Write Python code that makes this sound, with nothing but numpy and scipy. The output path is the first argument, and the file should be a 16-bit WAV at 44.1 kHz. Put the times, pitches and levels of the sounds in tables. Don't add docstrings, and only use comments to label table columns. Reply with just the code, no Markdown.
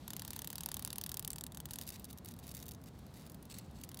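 import sys
import numpy as np
from scipy import signal
from scipy.fft import rfft, irfft
from scipy.io import wavfile

SR = 44100
rng = np.random.default_rng(int(sys.argv[2]) if len(sys.argv) > 2 else 0)


def to_wav(s):
    ch = np.atleast_2d(s).T
    pcm = np.round(np.clip(ch, -1, 1) * 32767)
    wavfile.write(sys.argv[1], SR, pcm.astype(np.int16))


N = 176400
TIME = np.arange(N) / SR
CONTACT_S = 0.02
AGE = TIME[:int(CONTACT_S * SR)]


def from_db(db):
    return 10 ** (np.asarray(db) / 20)


def unit_rms(x):
    return x / np.sqrt(np.mean(x ** 2) + 1e-20)


def colour(x, spectrum, modes=()):
    size = 2 * N
    hz = np.maximum(np.arange(N + 1) * SR / size, 1)
    points_hz, points_db = np.transpose(spectrum)
    db = np.interp(np.log(hz), np.log(points_hz), points_db)
    for centre, width, boost in modes:
        db = db + boost / (1 + (2 * (hz - centre) / width) ** 2)
    cepstrum = irfft(np.log(unit_rms(from_db(db))))
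    cepstrum[1:N] *= 2
    cepstrum[N + 1:] = 0
    return irfft(rfft(x, size) * np.exp(rfft(cepstrum)))[:N]


def add(out, start_s, sound):
    i = int(np.clip(start_s * SR, 0, N - 1))
    out[i:i + len(sound)] += sound[:N - i]


# (frequency [Hz], relative level [dB])
RUMBLE_SPECTRUM = [(20, -22), (35, -24.5), (50, -6.5), (66, 0.5), (85, -3), (160, -1.5), (250, -6.5),
                   (330, -13), (480, -18), (850, -20.5), (1300, -27), (2200, -36), (5000, -44.5),
                   (7000, -45), (15000, -51)]

def far_rumble():
    return from_db(-52.5) * colour(rng.standard_normal(N), RUMBLE_SPECTRUM)


# (time [s], level [dB])
HISS_ENVELOPE = [(0, -66), (.15, -65), (.35, -63.5), (.5, -69), (.62, -65), (.9, -67), (1.2, -72),
                 (1.5, -78.5), (1.9, -68), (2.2, -76), (2.55, -70), (2.8, -78.5), (3.0, -71.5),
                 (3.2, -70.5), (3.4, -73.5), (3.8, -70.5), (4, -72.5)]
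# (frequency [Hz], relative level [dB])
HISS_SPECTRUM = [(500, -2), (1200, -2), (2400, -0.5), (4000, 4), (6500, -5), (9000, -7), (15000, -8.5),
                 (16500, -42)]

def thin_hiss():
    envelope = from_db(np.interp(TIME, *np.transpose(HISS_ENVELOPE)))
    return envelope * colour(rng.standard_normal(N), HISS_SPECTRUM)


def normalise_burst(x):
    return unit_rms(x) * np.sqrt(0.005 / CONTACT_S)


def puff(decay_s):
    return normalise_burst(rng.standard_normal(len(AGE)) * np.exp(-AGE / decay_s))


def grains(spread_db, count):
    sizes = np.minimum(rng.exponential(1, count), 5)
    return unit_rms(rng.standard_normal(count) * from_db(spread_db * sizes))


def crinkle(decay_s):
    envelope = np.exp(-AGE / decay_s) + from_db(-6.5) * np.exp(-AGE / 0.0034)
    return normalise_burst(grains(spread_db=3, count=len(AGE)) * envelope)


def resonance(x, hz, width_hz):
    radius = np.exp(-np.pi * width_hz / SR)
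    feedforward = np.array([1, 0, -1]) * (1 - radius ** 2) / 2
    feedback = [1, -2 * radius * np.cos(2 * np.pi * hz / SR), radius ** 2]
    return signal.lfilter(feedforward, feedback, x)


def membrane_ring(x, hz, boost_db):
    return x + (from_db(boost_db) - 1) * resonance(x, hz, width_hz=700)


def patch_ring(x):
    return normalise_burst(membrane_ring(x, rng.uniform(4960, 14960), boost_db=5.5))


# (time [s], level [dB])
STRIKES = [(0.0792, -43.5), (0.1049, -42), (0.1338, -43), (0.1658, -41), (0.1953, -42), (0.2203, -44),
           (0.2496, -45), (0.2785, -43.5), (0.306, -42), (0.3328, -44), (0.363, -40.5), (0.391, -41),
           (0.4187, -43), (0.4452, -43.5), (0.474, -40.5), (0.5022, -42), (0.5296, -44), (0.556, -40.5),
           (0.5817, -41.5), (0.6073, -41), (0.6345, -41), (0.6605, -34.5), (0.688, -40.5), (0.7165, -40),
           (0.7427, -37.5), (0.7687, -40.5), (0.7943, -41.5), (0.8242, -44), (0.849, -35), (0.8756, -42),
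           (0.904, -43.6), (0.9293, -40.5), (0.958, -43.5), (0.9831, -37), (1.0131, -40), (1.038, -39),
           (1.063, -39), (1.093, -42), (1.1175, -40), (1.143, -39.5), (1.1708, -38), (1.195, -36.5),
           (1.2257, -49), (1.248, -39), (1.2774, -38), (1.3043, -38.5), (1.332, -42.5), (1.3593, -44),
           (1.3836, -43.5), (1.4099, -42.5), (1.4384, -41), (1.4655, -45.5), (1.5208, -53), (1.5468, -49),
           (1.5724, -44.5), (1.6022, -44), (1.656, -42.5), (1.6876, -59), (1.7088, -43), (1.7345, -42),
           (1.758, -44), (1.7867, -41), (1.8129, -42.5), (3.8907, -48.5), (3.916, -53.3), (3.9442, -47.5),
           (3.9724, -47), (3.9974, -53)]
# (time [s], level [dB])
FLEX_LEVELS = [(.08, -51), (.55, -51.5), (1.05, -52), (1.3, -54), (1.55, -56), (1.78, -50.5), (3.9, -56.5)]
# (start [s], frequency [Hz], boost [dB])
POSES = [(0, 12300, 6.5), (.57, 11500, 3.5), (1.32, 8200, 5.5), (1.7, 11800, 3)]
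# (frequency [Hz], bandwidth [Hz], boost [dB])
WING_MODES = [(3835, 280, 5), (4780, 390, 3), (6240, 400, 1.5)]
# (frequency [Hz], relative level [dB])
STRIKE_SPECTRUM = [(300, -32), (900, -14.5), (1500, -15.5), (2400, -10.5), (3100, -3), (4500, -2),
                   (8000, -0.5), (11500, 0.8), (14000, -2), (15600, 0), (16500, -20)]
FLEX_SPECTRUM = [(250, -20.5), (550, -11), (900, 0.5), (1250, -6), (1700, -4.5), (2400, -11), (3200, -0.5),
                 (6000, -18.5)]

def wing_strikes(crinkle_s=0.0014):
    clicks, flexing = np.zeros((2, N))
    mean_db = np.mean([db for _, db in STRIKES])
    papery_highpass = signal.butter(2, 4500, "high", fs=SR, output="sos")
    for onset, db in STRIKES:
        force_db = db - mean_db
        pose = sum(onset >= start for start, _, _ in POSES[1:])
        _, ring_hz, ring_db = POSES[pose]
        snap = from_db(-8 + 1.8 * force_db) * signal.sosfilt(papery_highpass, puff(decay_s=0.00022))
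        contact = membrane_ring(snap + crinkle(crinkle_s), ring_hz, ring_db)
        add(clicks, onset, from_db(db - 0.98) * patch_ring(contact))
        flex_db = np.interp(onset, *np.transpose(FLEX_LEVELS)) + 0.25 * force_db
        add(flexing, onset, from_db(flex_db) * puff(decay_s=0.0028))
        backstroke_s = onset + rng.normal(0.012, 0.0013)
        backstroke_db = db + rng.normal(-31, 5.6)
        add(clicks, backstroke_s, from_db(backstroke_db) * crinkle(crinkle_s))
    return colour(clicks, STRIKE_SPECTRUM, WING_MODES) + colour(flexing, FLEX_SPECTRUM)


def friction(judder_hz=160, judder_db=4):
    lowpass = signal.butter(2, judder_hz, fs=SR, output="sos")
    judder = unit_rms(signal.sosfilt(lowpass, rng.standard_normal(N)))
    return unit_rms(grains(spread_db=1, count=N) * from_db(judder_db * judder))


# (start [s], duration [s], level [dB], rasp share of power [0-1])
SCRAPES = [(0.328, 0.07, -64, 0.1), (1.693, .13, -67.5, .5), (1.811, 0.051, -64, 0.06),
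           (1.865, 0.026, -58, 0), (1.919, .049, -52.5, 0.08), (1.97, 0.063, -70, 0),
           (2.083, 0.029, -61.5, 0), (2.27, 0.054, -65, 0), (2.424, .043, -62.5, 0),
           (2.464, 0.062, -63.5, 0), (2.537, 0.098, -63.5, 0), (2.857, .037, -62.5, 0.04),
           (2.931, 0.116, -77, 0.8), (3.139, .14, -65, 0), (3.494, 0.037, -57, 0.65), (3.539, .017, -50, 1),
           (3.555, 0.047, -60, .85), (3.601, 0.07, -70, 1), (3.74, 0.08, -67, 0.8)]
# (frequency [Hz], relative level [dB])
SIZZLE_SPECTRUM = [(400, -25), (1500, -6), (2800, 0), (4000, 1.5), (6500, 1), (10000, 0), (13000, 1.5),
                   (15500, -2), (16500, -22)]
RASP_SPECTRUM = [(800, -10), (2500, 0.5), (7000, 0), (12000, -7), (15600, -5), (16500, -22)]
# (frequency [Hz], bandwidth [Hz], boost [dB])
RASP_MODES = [(4330, 450, 9), (7920, 650, 10), (9230, 300, 4), (14900, 400, 6)]

def wing_scrapes(ramp_s=0.0036):
    sizzle_gain, rasp_gain, scuff_gain = np.zeros((3, N))
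    for start, duration, db, rasp_share in SCRAPES:
        touch = np.clip(np.minimum(TIME - start, start + duration - TIME) / ramp_s, 0, 1)
        sizzle_gain += touch * from_db(db) * np.sqrt(1 - rasp_share)
        rasp_gain += touch * from_db(db) * np.sqrt(rasp_share)
        scuff_db = -47.5 + 0.39 * db
        scuff_gain += touch * from_db(scuff_db) * np.sqrt(1 - rasp_share)
    sizzle = colour(sizzle_gain * friction(), SIZZLE_SPECTRUM, WING_MODES)
    rasp = colour(rasp_gain * friction(), RASP_SPECTRUM, RASP_MODES)
    scuff = scuff_gain * unit_rms(resonance(friction(), hz=2100, width_hz=740))
    return sizzle + rasp + scuff


# (time [s], level [dB])
TWITCHES = [(0.86, -51), (1.3154, -52), (1.714, -55), (1.738, -48), (1.8217, -49), (1.8344, -52.6),
            (1.8663, -53), (1.8753, -45), (1.8815, -52), (1.8893, -42), (1.903, -46), (1.9962, -51.5),
            (2.043, -45.5), (2.0515, -51), (2.103, -55), (2.108, -52.5), (2.1286, -49), (2.175, -54.5),
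            (2.1845, -51.0), (2.247, -52.5), (2.2576, -48), (2.286, -48), (2.311, -55), (2.3176, -56),
            (2.3383, -55.5), (2.3643, -62), (2.389, -52), (2.3974, -59), (2.4674, -52), (2.4781, -52),
            (2.491, -49), (2.514, -48), (2.54, -55), (2.548, -45), (2.5562, -57), (2.5679, -48),
            (2.576, -51), (2.59, -56), (2.6005, -52.5), (2.6125, -60), (2.627, -47.5), (2.638, -59),
            (2.6565, -55), (2.6638, -51.5), (2.6815, -47.5), (2.689, -47), (2.71, -51), (2.7169, -49),
            (2.7356, -58), (2.747, -55.5), (2.815, -63), (2.8384, -57.5), (2.9896, -60), (3.0649, -60.5),
            (3.1396, -59), (3.168, -64), (3.265, -56.5), (3.2972, -53), (3.3183, -56), (3.3447, -53.5),
            (3.4262, -55), (3.453, -57), (3.5856, -46), (3.711, -65), (3.8129, -53), (3.8362, -43.5),
            (3.8453, -53), (3.99, -47)]
# (frequency [Hz], relative level [dB])
TWITCH_SPECTRUM = [(600, -22), (2200, -6), (3600, -2), (8000, -1), (11800, 2), (14000, 0), (15600, 1.5),
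                   (16500, -27)]

def wing_twitches(rise_s=0.00044):
    clicks = np.zeros(N)
    attack = 1 - np.exp(-AGE / rise_s)
    for onset, db in TWITCHES:
        add(clicks, onset, from_db(db - 0.8) * patch_ring(attack * crinkle(decay_s=0.0021)))
    return colour(clicks, TWITCH_SPECTRUM, WING_MODES)


def early_reflection(x, delay_s=0.00111, echo_db=-15):
    delayed = np.pad(x, (int(delay_s * SR), 0))[:N]
    return x + from_db(echo_db) * delayed


def scene():
    background = far_rumble() + thin_hiss()
    wings = wing_strikes() + wing_scrapes() + wing_twitches()
    return (background + early_reflection(wings))[None]


def record(dry):
    cutoff_hz = 16600
    return signal.sosfilt(signal.ellip(10, .1, 70, cutoff_hz, fs=SR, output="sos"), dry)


dry = scene()
out = record(dry)
to_wav(out)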